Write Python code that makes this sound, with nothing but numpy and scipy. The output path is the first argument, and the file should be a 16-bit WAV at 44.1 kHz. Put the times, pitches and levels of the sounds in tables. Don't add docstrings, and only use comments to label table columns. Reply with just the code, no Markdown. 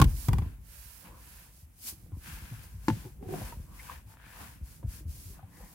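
import sys
import numpy as np
from scipy import signal
from scipy.fft import rfft, irfft, next_fast_len
from scipy.io import wavfile
from scipy.ndimage import uniform_filter1d

SR = 44100
rng = np.random.default_rng(int(sys.argv[2]) if len(sys.argv) > 2 else 0)


def undo_db(level):
    steps = np.asarray(level, float) / 20
    return 10 ** steps


def materialize(psi):
    bounded = np.clip(np.atleast_2d(psi).T, -1, 1)
    quanta = np.round(bounded * 32767).astype(np.int16)
    wavfile.write(sys.argv[1], SR, quanta)


N = 253486
SIZE = next_fast_len(N)

# fastest moment in s, speeding up in s, slowing down in s,
# fibre hiss in dB, skin hum in dB.
SCUFFS = [(1.055, 0.038, 0.21, -69, -58), (1.887, 0.14, 0.092, -35.5, -73), (2.64, 0.073, 0.081, -54, -61),
          (3.235, 0.049, 0.072, -64, -68.5), (3.62, 0.29, 0.29, -61, -69.5),
          (3.915, 0.084, 0.17, -67, -51.5), (5.8, 0.18, 0.17, -80, -68), (4.41, 0.13, 0.29, -53, -53),
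          (5.38, 0.3, 0.33, -82, -67.5), (5.62, 0.37, 0.22, -72, -67.5), (2.27, 0.056, 0.42, -70, -51),
          (2.19, 0.15, 0.11, -61.5, -84), (1.04, 0.22, 0.29, -59, -66)]
SCUFF_EASE = 1.115


def noise():
    return rng.standard_normal(N)


def unit(x):
    return x / np.sqrt(np.mean(x ** 2))


def peak(x):
    return x / np.max(np.abs(x))


def on_log_hz(table):
    hz, value = np.transpose(table)
    line_hz = np.fft.rfftfreq(SIZE, 1 / SR)
    return np.interp(np.log(line_hz + 1), np.log(hz), value)


def colour(x, gain):
    return irfft(rfft(x, SIZE) * gain, SIZE)[..., :N]


def resonate(x, bands):
    out = 0
    for hz, width_hz, db in bands:
        b, a = signal.iirpeak(hz, hz / (1.72 * width_hz), SR)
        once = signal.lfilter(b, a, x)
        out = out + undo_db(db) * signal.lfilter(b, a, once)
    return unit(out)


def ring(modes, t, detune):
    out = 0
    for (hz, db, t60_s), factor in zip(modes, detune):
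        out = out + undo_db(db - 60 * t / t60_s) * np.sin(2 * np.pi * hz * factor * t)
    return out


def walk(rate_hz):
    hold = int(SR / rate_hz)
    steps = np.repeat(rng.standard_normal(N // hold + 1), hold)
    return 0.3 * uniform_filter1d(uniform_filter1d(steps, hold), hold)[:N]


def grains(per_s, spread_db):
    slips = rng.random(N) < per_s / SR
    return slips * noise() * undo_db(spread_db * rng.exponential(size=N))


def ports(make):
    # frequency in Hz, left-right likeness from 0 to 1.
    likeness = [(60, 0.96), (250, 0.68), (700, 0.35), (2000, 0), (4000, 0.05), (12000, 0)]
    alike = np.clip(on_log_hz(likeness), 0, 1)
    mid = colour(make(), np.sqrt(1 + alike))
    side = colour(make(), np.sqrt(1 - alike))
    return np.array([mid + side, mid - side]) / np.sqrt(2)


def sides(pan_db):
    return undo_db(np.array([pan_db, -pan_db]) / 2)


def curves(table, quiet_db=None):
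    s, *columns = np.transpose(table)
    t = np.arange(N) / SR
    return [np.interp(t, s, c, left=quiet_db, right=quiet_db) for c in columns]


def add(out, s, sound):
    i = int(max(s, 0) * SR)
    out[:, i:i + sound.shape[-1]] += sound[..., :N - i]


def move_power(moves, ease):
    standstill_db = -33.5
    t = np.arange(0, N + 64, 64) / SR
    power = 0
    for s, rise_s, fall_s, *db in moves:
        away = np.where(t < s, (s - t) / rise_s, (t - s) / fall_s)
        slowing_db = np.maximum(standstill_db * away ** ease, -200)
        power = power + undo_db(np.array(db)[:, None] + slowing_db) ** 2
    return np.array([np.interp(np.arange(N) / SR, t, p) for p in power])


def cabin():
    # frequency in Hz, density in dB per Hz.
    air_spectrum = [(28, -8.5), (85, -7.5), (260, -29), (465, -32), (856, -31), (1700, -35.5), (2280, -34),
                    (4430, -45), (11200, -34), (16000, -37)]
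    level = undo_db(-60 + 0.98 * walk(5.8))
    return level * ports(lambda: unit(colour(noise(), undo_db(on_log_hz(air_spectrum)))))


def cushion():
    # time in s, foam rumble in dB, leather creak in dB.
    load = [(0.0, -12.5, -58), (.14, -43, -53), (.26, -51, -60), (.3, -23, -60), (.59, -51, -68),
            (.85, -62.5, -81), (1.15, -61, -59.5), (1.75, -65.5, -73), (2.0, -54, -63), (2.58, -50, -60.5),
            (2.8, -52, -100), (2.93, -41, -43.5), (3.07, -52.5, -67), (3.39, -46, -40.5), (3.5, -46.5, -58),
            (4.23, -60, -67.5), (5.05, -48, -63), (5.75, -66, -60.5)]
    # time in s, groan in dB.
    squeeze = [
        (3.17, -73.5),
        (3.178, -71),
        (3.23, -46),
        (3.278, -48.5),
        (3.292, -38),
        (3.346, -36.5),
        (3.482, -81),
        (3.5, -54),
    ]
    # frequency in Hz, width in Hz, level in dB.
    foam_bands = [(55.3, 14.7, 3), (67.5, 31, 2), (108.5, 39.4, -6.5)]
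    creak_bands = [(161.7, 64, 5.5), (269.4, 28, -1), (466, 103, -11.5)]
    groan_bands = [(383, 35, 1.5), (449, 13, -2), (750, 36, -9), (950, 54, -20)]
    rumble_db, creak_db = curves(load)
    groan_db = curves(squeeze, quiet_db=-120)[0]
    scuff_hum = np.sqrt(move_power(SCUFFS, SCUFF_EASE)[1])
    stretch = undo_db(creak_db) + undo_db(-6.5) * scuff_hum
    rumble = ports(lambda: resonate(noise(), foam_bands)) * undo_db(rumble_db + 0.5)
    creak = ports(lambda: resonate(grains(500, 2.4), creak_bands)) * undo_db(walk(25.2)) * stretch
    groan = ports(lambda: resonate(grains(2000, 1.7), groan_bands)) * undo_db(groan_db - 2.5)
    return rumble + creak + groan


def thumps():
    # start in s, peak in dB,
    # pitch in Hz, swell time in s.
    landings = [(0.0041, -22.5, 69.6, 0.0074), (0.0211, -7.5, 92, 0.002), (0.052, -9.5, 51.6, 0.0041),
                (0.031, -21.5, 134.5, 0.013), (0.2841, -13, 112, 0.0048), (0.307, -21, 59, 0.012),
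                (0.333, -17, 111, 0.0051), (0.389, -19, 87, 0.0045), (0.425, -21, 66.6, 0.0045),
                (0.462, -28, 82, 0.0045), (2.905, -22, 113, 0.0071), (2.924, -25.5, 108, 0.0091)]
    pushes = [(1.071, -48, 47.7, 0.015), (1.619, -45.5, 71.2, 0.015), (1.916, -43.5, 68, 0.0082),
              (2.036, -42, 87.04, 0.004), (2.122, -31, 83.7, 0.012), (2.171, -32, 69.5, 0.0044),
              (2.278, -43, 140.4, 0.013), (2.329, -33.5, 46.7, 0.0072), (2.422, -33.5, 63, 0.0048),
              (2.512, -33.5, 108.5, 0.011), (2.586, -43, 105, 0.007), (2.734, -38, 90, 0.018),
              (3.049, -37.5, 110, 0.0091), (3.26, -35, 96.4, 0.013), (3.323, -35, 141.7, 0.017),
              (3.417, -30, 103, 0.0046), (3.441, -35, 54.4, 0.008), (3.57, -31, 52, 0.0063),
              (3.901, -45.5, 71.7, 0.026), (4.051, -48.5, 96, 0.019), (4.397, -47, 68.5, 0.021),
              (4.612, -31, 61.6, 0.0098), (4.839, -26, 91.3, 0.011), (4.862, -24, 60, 0.0077),
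              (4.937, -35.5, 65.4, 0.0061), (5.054, -30.5, 71, 0.0082), (5.078, -29, 64.4, 0.01),
              (5.255, -40, 83.4, 0.012), (5.301, -36, 48.8, 0.003), (5.428, -40, 92.5, 0.011),
              (0.1, -28, 66.1, 0.029), (0.142, -24, 50, 0.0073), (0.199, -38, 45.2, 0.024),
              (0.519, -38, 52, 0.003), (0.571, -45, 55.3, 0.02), (0.699, -53, 66.7, 0.0089),
              (0.771, -47, 54.5, 0.019), (0.856, -43, 64.6, 0.0045), (1.139, -51, 55.5, 0.039),
              (1.342, -48.5, 55, 0.012), (1.681, -52, 61.5, 0.011), (1.745, -51.5, 64.7, 0.0079),
              (1.99, -48.5, 46.3, 0.012), (2.639, -49.5, 67.5, 0.0066), (2.688, -41, 53.3, 0.061),
              (2.968, -37, 145, 0.0058), (3.499, -53, 70, 0.0073), (3.599, -29.5, 64.22, 0.0036),
              (3.661, -66, 103.6, 0.039), (3.959, -43.5, 49, 0.011), (4.098, -51, 80.7, 0.0059),
              (4.248, -50.5, 107, 0.017), (4.459, -48, 65, 0.013), (4.686, -44, 53, 0.0057),
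              (5.146, -46, 50, 0.0098), (5.599, -40, 43.3, 0.012)]
    left_lag_s = 0.00024
    out = np.zeros((2, N))
    t = np.maximum(np.arange(SR // 4) / SR - np.array([[left_lag_s], [0]]), 0)
    for s, db, hz, swell_s in landings + pushes:
        age = t / max(swell_s, 0.002)
        turns = hz * (t + 0.35 * swell_s * (1 - np.exp(-age)))
        foam = np.sin(2 * np.pi * turns)
        cover = undo_db(-9.5) * np.exp(-0.6 * age) * np.sin(2 * np.pi * 1.764 * turns)
        swell = age * np.exp(1 - age)
        add(out, s, undo_db(db) * swell * (foam + cover) * sides(0.74)[:, None])
    return out


def ticks():
    # start in s, peak in dB.
    seam_slips = [
        (4.121, -50),
        (4.14, -47),
        (4.171, -43),
        (4.2, -45.5),
        (4.2415, -46),
        (0.422, -52),
        (3.2905, -48.5),
    ]
    out = np.zeros((2, N))
    t = np.arange(SR // 50) / SR
    click = peak(ring([(1400, 0, 0.0025)], t, [1]))
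    for s, db in seam_slips:
        add(out, s, -undo_db(db) * click * sides(2.0)[:, None])
    return out


def taps():
    # start in s, peak in dB, crack in dB, body in dB, ring in Hz.
    hard_taps = [
        (0.0, -18, -12.5, -0.5, 1080),
        (0.0162, -10, -13.5, -11, 1093),
        (0.0234, -14, -19, -7.5, 1080),
        (0.042, -34.5, -0.5, 3, 990),
    ]
    # start in s, peak in dB, body in dB, ring in Hz, contact in s.
    snags = [(0.052, -39, -13, 1040, 0.0022), (1.926, -62, 15, 1190, 0.003), (2.063, -60.5, -3, 800, 0.003),
             (2.119, -54.5, 10, 1040, 0.0066), (2.167, -66, 20, 778, 0.00382),
             (2.372, -46, -4.5, 902, 0.0027), (2.526, -49, -5, 711, 0.004), (3.052, -51, 8.5, 888, 0.0044),
             (3.227, -42.5, 6, 810, 0.0018), (3.289, -42, 2, 724, 0.0039), (3.338, -33.5, -16, 720, 0.0054),
             (3.416, -41, -5, 740, 0.0019), (3.524, -37, -11, 945, 0.0045), (4.797, -69, 12, 900, 0.003),
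             (4.829, -43, -6, 680, 0.014), (5.008, -66.5, 22, 663, 0.0033),
             (5.429, -48, -16.5, 784, 0.0035)]
    # multiple of the ring pitch, level in dB, t60 in s.
    panel_modes = [(.8, -11, 0.042), (1, 4, 0.047), (1.35, 1, 0.0119), (1.95, -0.5, 0.0034)]
    body_modes = [(227.5, 0.006, 0.055), (289.4, 0.00044, 0.1097)]  # Hz, dB, t60 s
    tap_contact_s, snag_crack_db = 0.0043, -30
    contacts = [(*tap, tap_contact_s) for tap in hard_taps]
    contacts += [(s, db, snag_crack_db, *rest) for s, db, *rest in snags]

    out = np.zeros((2, N))
    t = np.arange(SR // 10) / SR
    crack_band = signal.butter(1, 3500, "high", fs=SR, output="sos")
    rasp_band = signal.butter(1, [1300, 3600], "band", fs=SR, output="sos")
    for s, db, crack_db, body_db, hz, contact_s in contacts:
        scratch = rng.standard_normal((3, len(t))) * np.exp(-t / max(contact_s, 0.0005))
        scratch[0, 0] = 9.2
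        shared, apart = scratch[0], scratch[1:]
        panel_ring = ring(panel_modes, t, np.full(len(panel_modes), hz))
        panel = signal.fftconvolve(shared + 0.78 * apart, panel_ring[None])[:, :len(t)]
        crack = peak(signal.sosfilt(crack_band, 0.18 * shared + apart)) * sides(-0.55)[:, None]
        tail = undo_db(-7.5) * np.exp(-t / 0.0092) * rng.standard_normal((2, len(t)))
        rasp = peak(signal.sosfilt(rasp_band, apart + tail)) * sides(1.4)[:, None]
        body = ring(body_modes, t, 1 + 0.058 * rng.standard_normal(2))
        scrape = undo_db(crack_db + 11.0) * (crack + undo_db(-1.0) * rasp)
        add(out, s, undo_db(db) * (peak(panel) + scrape - undo_db(body_db) * peak(body)))
    return out


def knocks():
    # start in s, peak in dB, left minus right in dB.
    blows = [
        (2.883, -8.5, 2.5),
        (2.901, -16.5, 4),
    ]
    # frequency in Hz, level in dB, t60 in s.
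    trim_modes = [(224, -2.5, 0.15), (304.7, 6.5, 0.1), (509, -9.5, 0.064), (888, -1.5, 0.065),
                  (984, 4.5, 0.019), (1190, -17, 0.039), (1390, -2, 0.015), (1684, -7.5, 0.033),
                  (2037, -23, 0.11), (2790, -18, 0.068)]
    right_lag_s = 0.00012
    out = np.zeros((2, N))
    t = np.maximum(np.arange(SR // 5) / SR - np.array([[0], [right_lag_s]]), 0)
    dull_band = signal.butter(1, [900, 4000], "band", fs=SR, output="sos")
    for s, db, pan_db in blows:
        spread = np.exp(-t / 0.0054) + undo_db(-18.5) * np.exp(-t / 0.13)
        crack = signal.sosfilt(dull_band, rng.standard_normal(t.shape)) * spread
        detune = 1 + 0.0093 * rng.standard_normal(len(trim_modes))
        blow = -peak(ring(trim_modes, t, detune)) * (1 - np.exp(-t / 0.00017))
        snap = undo_db(-30) * rng.standard_normal(t.shape) * np.exp(-t / 0.00076)
        knock = blow + undo_db(-17.0) * peak(crack) + snap
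        add(out, s, undo_db(db) * knock * sides(pan_db)[:, None])
    return out


def bounces():
    # start in s, peak in dB, crack in dB, body in dB, left minus right in dB.
    landings = [
        (0.2843, -24, 0, -16, -1),
        (0.3308, -25, -3, -21, 0),
        (0.3834, -28.5, -6.5, -6, -0.5),
        (0.4195, -39, -16, 4, -1.5),
    ]
    # frequency in Hz, level in dB, t60 in s.
    plate_modes = [(797, 1.5, 0.032), (961, -0.5, 0.049), (1113, 1, 0.033), (1470, -7, .03),
                   (2010, -4, 0.032), (2360, -7.5, 0.029), (2860, -8.5, .025), (3330, -8, 0.024),
                   (4790, -5.5, 0.016)]
    out = np.zeros((2, N))
    t = np.arange(SR // 10) / SR
    crack_band = signal.butter(1, 1800, "high", fs=SR, output="sos")
    body = ring([(228, 0.1, 0.05), (297, 0.12, 0.078)], t, [1, 1])
    for s, db, crack_db, body_db, pan_db in landings:
        detune = 1 + 0.032 * rng.standard_normal((len(plate_modes), 2, 1))
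        plate = ring(plate_modes, t, detune) * (1 - np.exp(-t / 0.0024))
        decay = np.exp(-t / 0.004) + undo_db(-16) * np.exp(-t / 0.028)
        crack = signal.sosfilt(crack_band, rng.standard_normal((2, len(t))) * decay)
        hit = peak(plate) + undo_db(crack_db) * peak(crack) - undo_db(body_db) * peak(body)
        add(out, s, undo_db(db) * hit * sides(pan_db)[:, None])
    return out


def drags():
    # loudest moment in s, speeding up in s, slowing down in s, level in dB, pitch in Hz.
    skin_drags = [(1.06, 0.026, .1, -59.5, 940), (1.16, .08, 0.064, -60.5, 1020),
                  (1.1, 0.087, 0.14, -62.5, 525), (1.7, .05, 0.037, -68.5, 243), (1.86, .04, .05, -61, 250),
                  (2.06, .03, 0.026, -65.5, 444), (3.06, .06, 0.057, -63, 870),
                  (3.062, 0.025, 0.038, -50.5, 354), (3.35, .06, .1, -57, 660),
                  (3.419, .008, 0.0098, -45, 710), (3.47, 0.092, 0.16, -59.5, 520),
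                  (3.48, 0.043, 0.061, -64, 1400), (3.9, 0.017, 0.016, -46, 1050),
                  (3.8, 0.014, 0.018, -50, 2070), (3.94, 0.03, 0.064, -62.5, 1700),
                  (4.1, 0.041, 0.1, -64, 920), (4.26, 0.11, 0.17, -60, 1640),
                  (4.26, 0.055, 0.15, -66.5, 2340), (4.38, .1, 0.069, -69, 2460),
                  (4.41, 0.054, .06, -62, 1300), (5.2, .05, .06, -65, 207), (5.3, 0.041, 0.053, -65.5, 390),
                  (5.36, 0.026, .03, -69, 1750), (5.37, 0.035, 0.044, -70, 1100),
                  (5.395, 0.0048, 0.0075, -52, 810), (5.395, .004, 0.012, -57, 1400),
                  (5.57, .07, .05, -64.5, 1850), (5.64, 0.061, 0.086, -64.5, 1900),
                  (5.54, .05, .05, -70, 970), (5.61, 0.054, 0.073, -64, 515), (5.6, 0.032, 0.077, -64, 810),
                  (5.64, 0.036, 0.056, -54, 177), (5.72, .03, .03, -69, 810), (0.79, 0.11, .08, -75, 590),
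                  (2.14, 0.023, 0.06, -69.5, 1010), (4.45, 0.066, 0.07, -58, 230),
                  (3.88, 0.092, 0.12, -61.5, 1630), (3.87, 0.084, 0.14, -62, 2530),
                  (4.797, 0.0071, 0.013, -58, 280), (3.75, 0.1, 0.073, -62, 1070)]
    plate_buzzes = [
        (.305, .015, .03, -52, 890),
        (.35, .015, 0.025, -57, 950),
        (.4, 0.011, 0.015, -63, 950),
        (.445, .03, .05, -61, 940),
    ]
    out = np.zeros((2, N))
    t = np.arange(-SR // 8, SR // 5) / SR
    for s, rise_s, fall_s, db, hz in skin_drags + plate_buzzes:
        size = undo_db(0.83 * rng.exponential(size=len(t)))
        caught = rng.random(len(t)) < 0.08
        catches = rng.standard_normal((3, len(t))) * size * caught
        patch = resonate(catches[0] + 0.7 * catches[1:], [(hz, 0.15 * hz, 0)])
        away = np.where(t < 0, -t / rise_s, t / fall_s)
        level = undo_db(db - np.minimum(18 * away ** 2, 200))
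        add(out, s + t[0], patch * level * sides(1)[:, None])
    return out


def cloth():
    # fastest moment in s, speeding up in s, slowing down in s,
    # fibre hiss in dB, skin hum in dB.
    wipes = [(0.1, 0.067, 0.051, -51.5, -58), (0.251, 0.2, 0.063, -45, -62.5), (0.36, 0.16, 0.29, -62, -60),
             (0.801, 0.22, 0.4, -53, -62.5), (1.36, 0.33, 0.23, -55, -62), (1.58, 0.11, 0.11, -59, -82.5),
             (1.93, .2, 0.24, -62.5, -75), (2.31, 0.15, 0.14, -49.5, -55), (2.46, 0.25, 0.35, -54.5, -57),
             (2.7, 0.16, 0.26, -62.5, -70.5), (2.92, 0.16, 0.3, -53.5, -61), (3.41, 0.19, 0.21, -48, -52),
             (3.881, 0.24, 0.18, -52.5, -59), (4.12, 0.083, 0.058, -59.5, -66.5),
             (4.29, 0.2, 0.18, -75, -61.5), (4.42, 0.26, 0.23, -55, -58), (4.7, 0.1, 0.16, -56, -67),
             (4.94, 0.091, 0.12, -50.5, -62), (5.13, 0.078, 0.18, -52.5, -73.5),
             (5.26, 0.17, 0.17, -52, -76), (5.64, 0.19, 0.56, -57.5, -74)]
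    # time in s, left minus right in dB, slack skin over taut skin in dB.
    place = [(.2, -6.5, -1), (.8, -8, -10), (1.0, -13, -4), (1.12, -4.5, -2), (1.35, -6, -7.5),
             (1.88, 1.5, 5), (2.07, -10.5, -10.5), (2.28, -0.5, -10.5), (2.6, 0, -5.5), (3.0, -1, -3.5),
             (3.9, 0, -1.5), (4.28, 3, -5), (4.41, -1, 1), (4.53, 0, -6), (4.95, 1, -8), (5.38, -1.5, 2.5),
             (5.55, 3, 2), (5.62, 0, 6)]
    # frequency in Hz, density in dB per Hz.
    fibre_spectrum = [(1200, -13.5), (2500, -7.5), (3700, -7), (4700, -2), (6800, -2.5), (9000, -1.5),
                      (11100, 2), (13000, -1), (15000, -1), (16500, -4.5)]
    # frequency in Hz, width in Hz, level in dB.
    slack_bands = [(524, 49, -1.5), (820, 350, 0), (966, 160, -1)]
    taut_bands = [(1687, 460, 8), (2087, 350, 0.5), (2413, 440, 0), (2680, 1200, -2.5)]
    power = move_power(wipes, 2.87) + move_power(SCUFFS, SCUFF_EASE)
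    hiss_gain, hum_gain = np.sqrt(power)
    pan_db, slack_db = curves(place)
    hiss = ports(lambda: unit(colour(grains(16000, 0.41), undo_db(on_log_hz(fibre_spectrum)))))
    slack = ports(lambda: resonate(grains(5000, 0.95), slack_bands)) * undo_db(slack_db)
    taut = ports(lambda: resonate(grains(5000, 0.3), taut_bands)) * undo_db(-0.5)
    flutter = undo_db(0.7 * walk(30))
    fibres = hiss * hiss_gain * flutter * sides(pan_db)
    skin = (slack + taut) * hum_gain * flutter * sides(3.9)[:, None]
    return fibres + skin


def scene():
    background = cabin() + cushion() + thumps()
    contacts = ticks() + taps() + knocks() + bounces()
    return background + contacts + drags() + cloth()


def band_limit(x):
    return signal.sosfilt(signal.butter(12, 16610, fs=SR, output="sos"), x)


def record(dry):
    # frequency in Hz, left minus right in dB.
    port_tone = [(100, 1), (300, -0.5), (1000, 0), (3000, 1), (7000, 3), (13000, -3)]
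    low_cut = signal.butter(6, 38, "high", fs=SR, output="sos")
    top_cut = signal.ellip(8, 0.3, 40, 15870, fs=SR, output="sos")
    heard = colour(dry, sides(on_log_hz(port_tone)))
    heard = signal.sosfilt(low_cut, heard)
    heard = signal.sosfilt(top_cut, heard)
    return band_limit(heard)


dry = scene()
out = record(dry)
materialize(out)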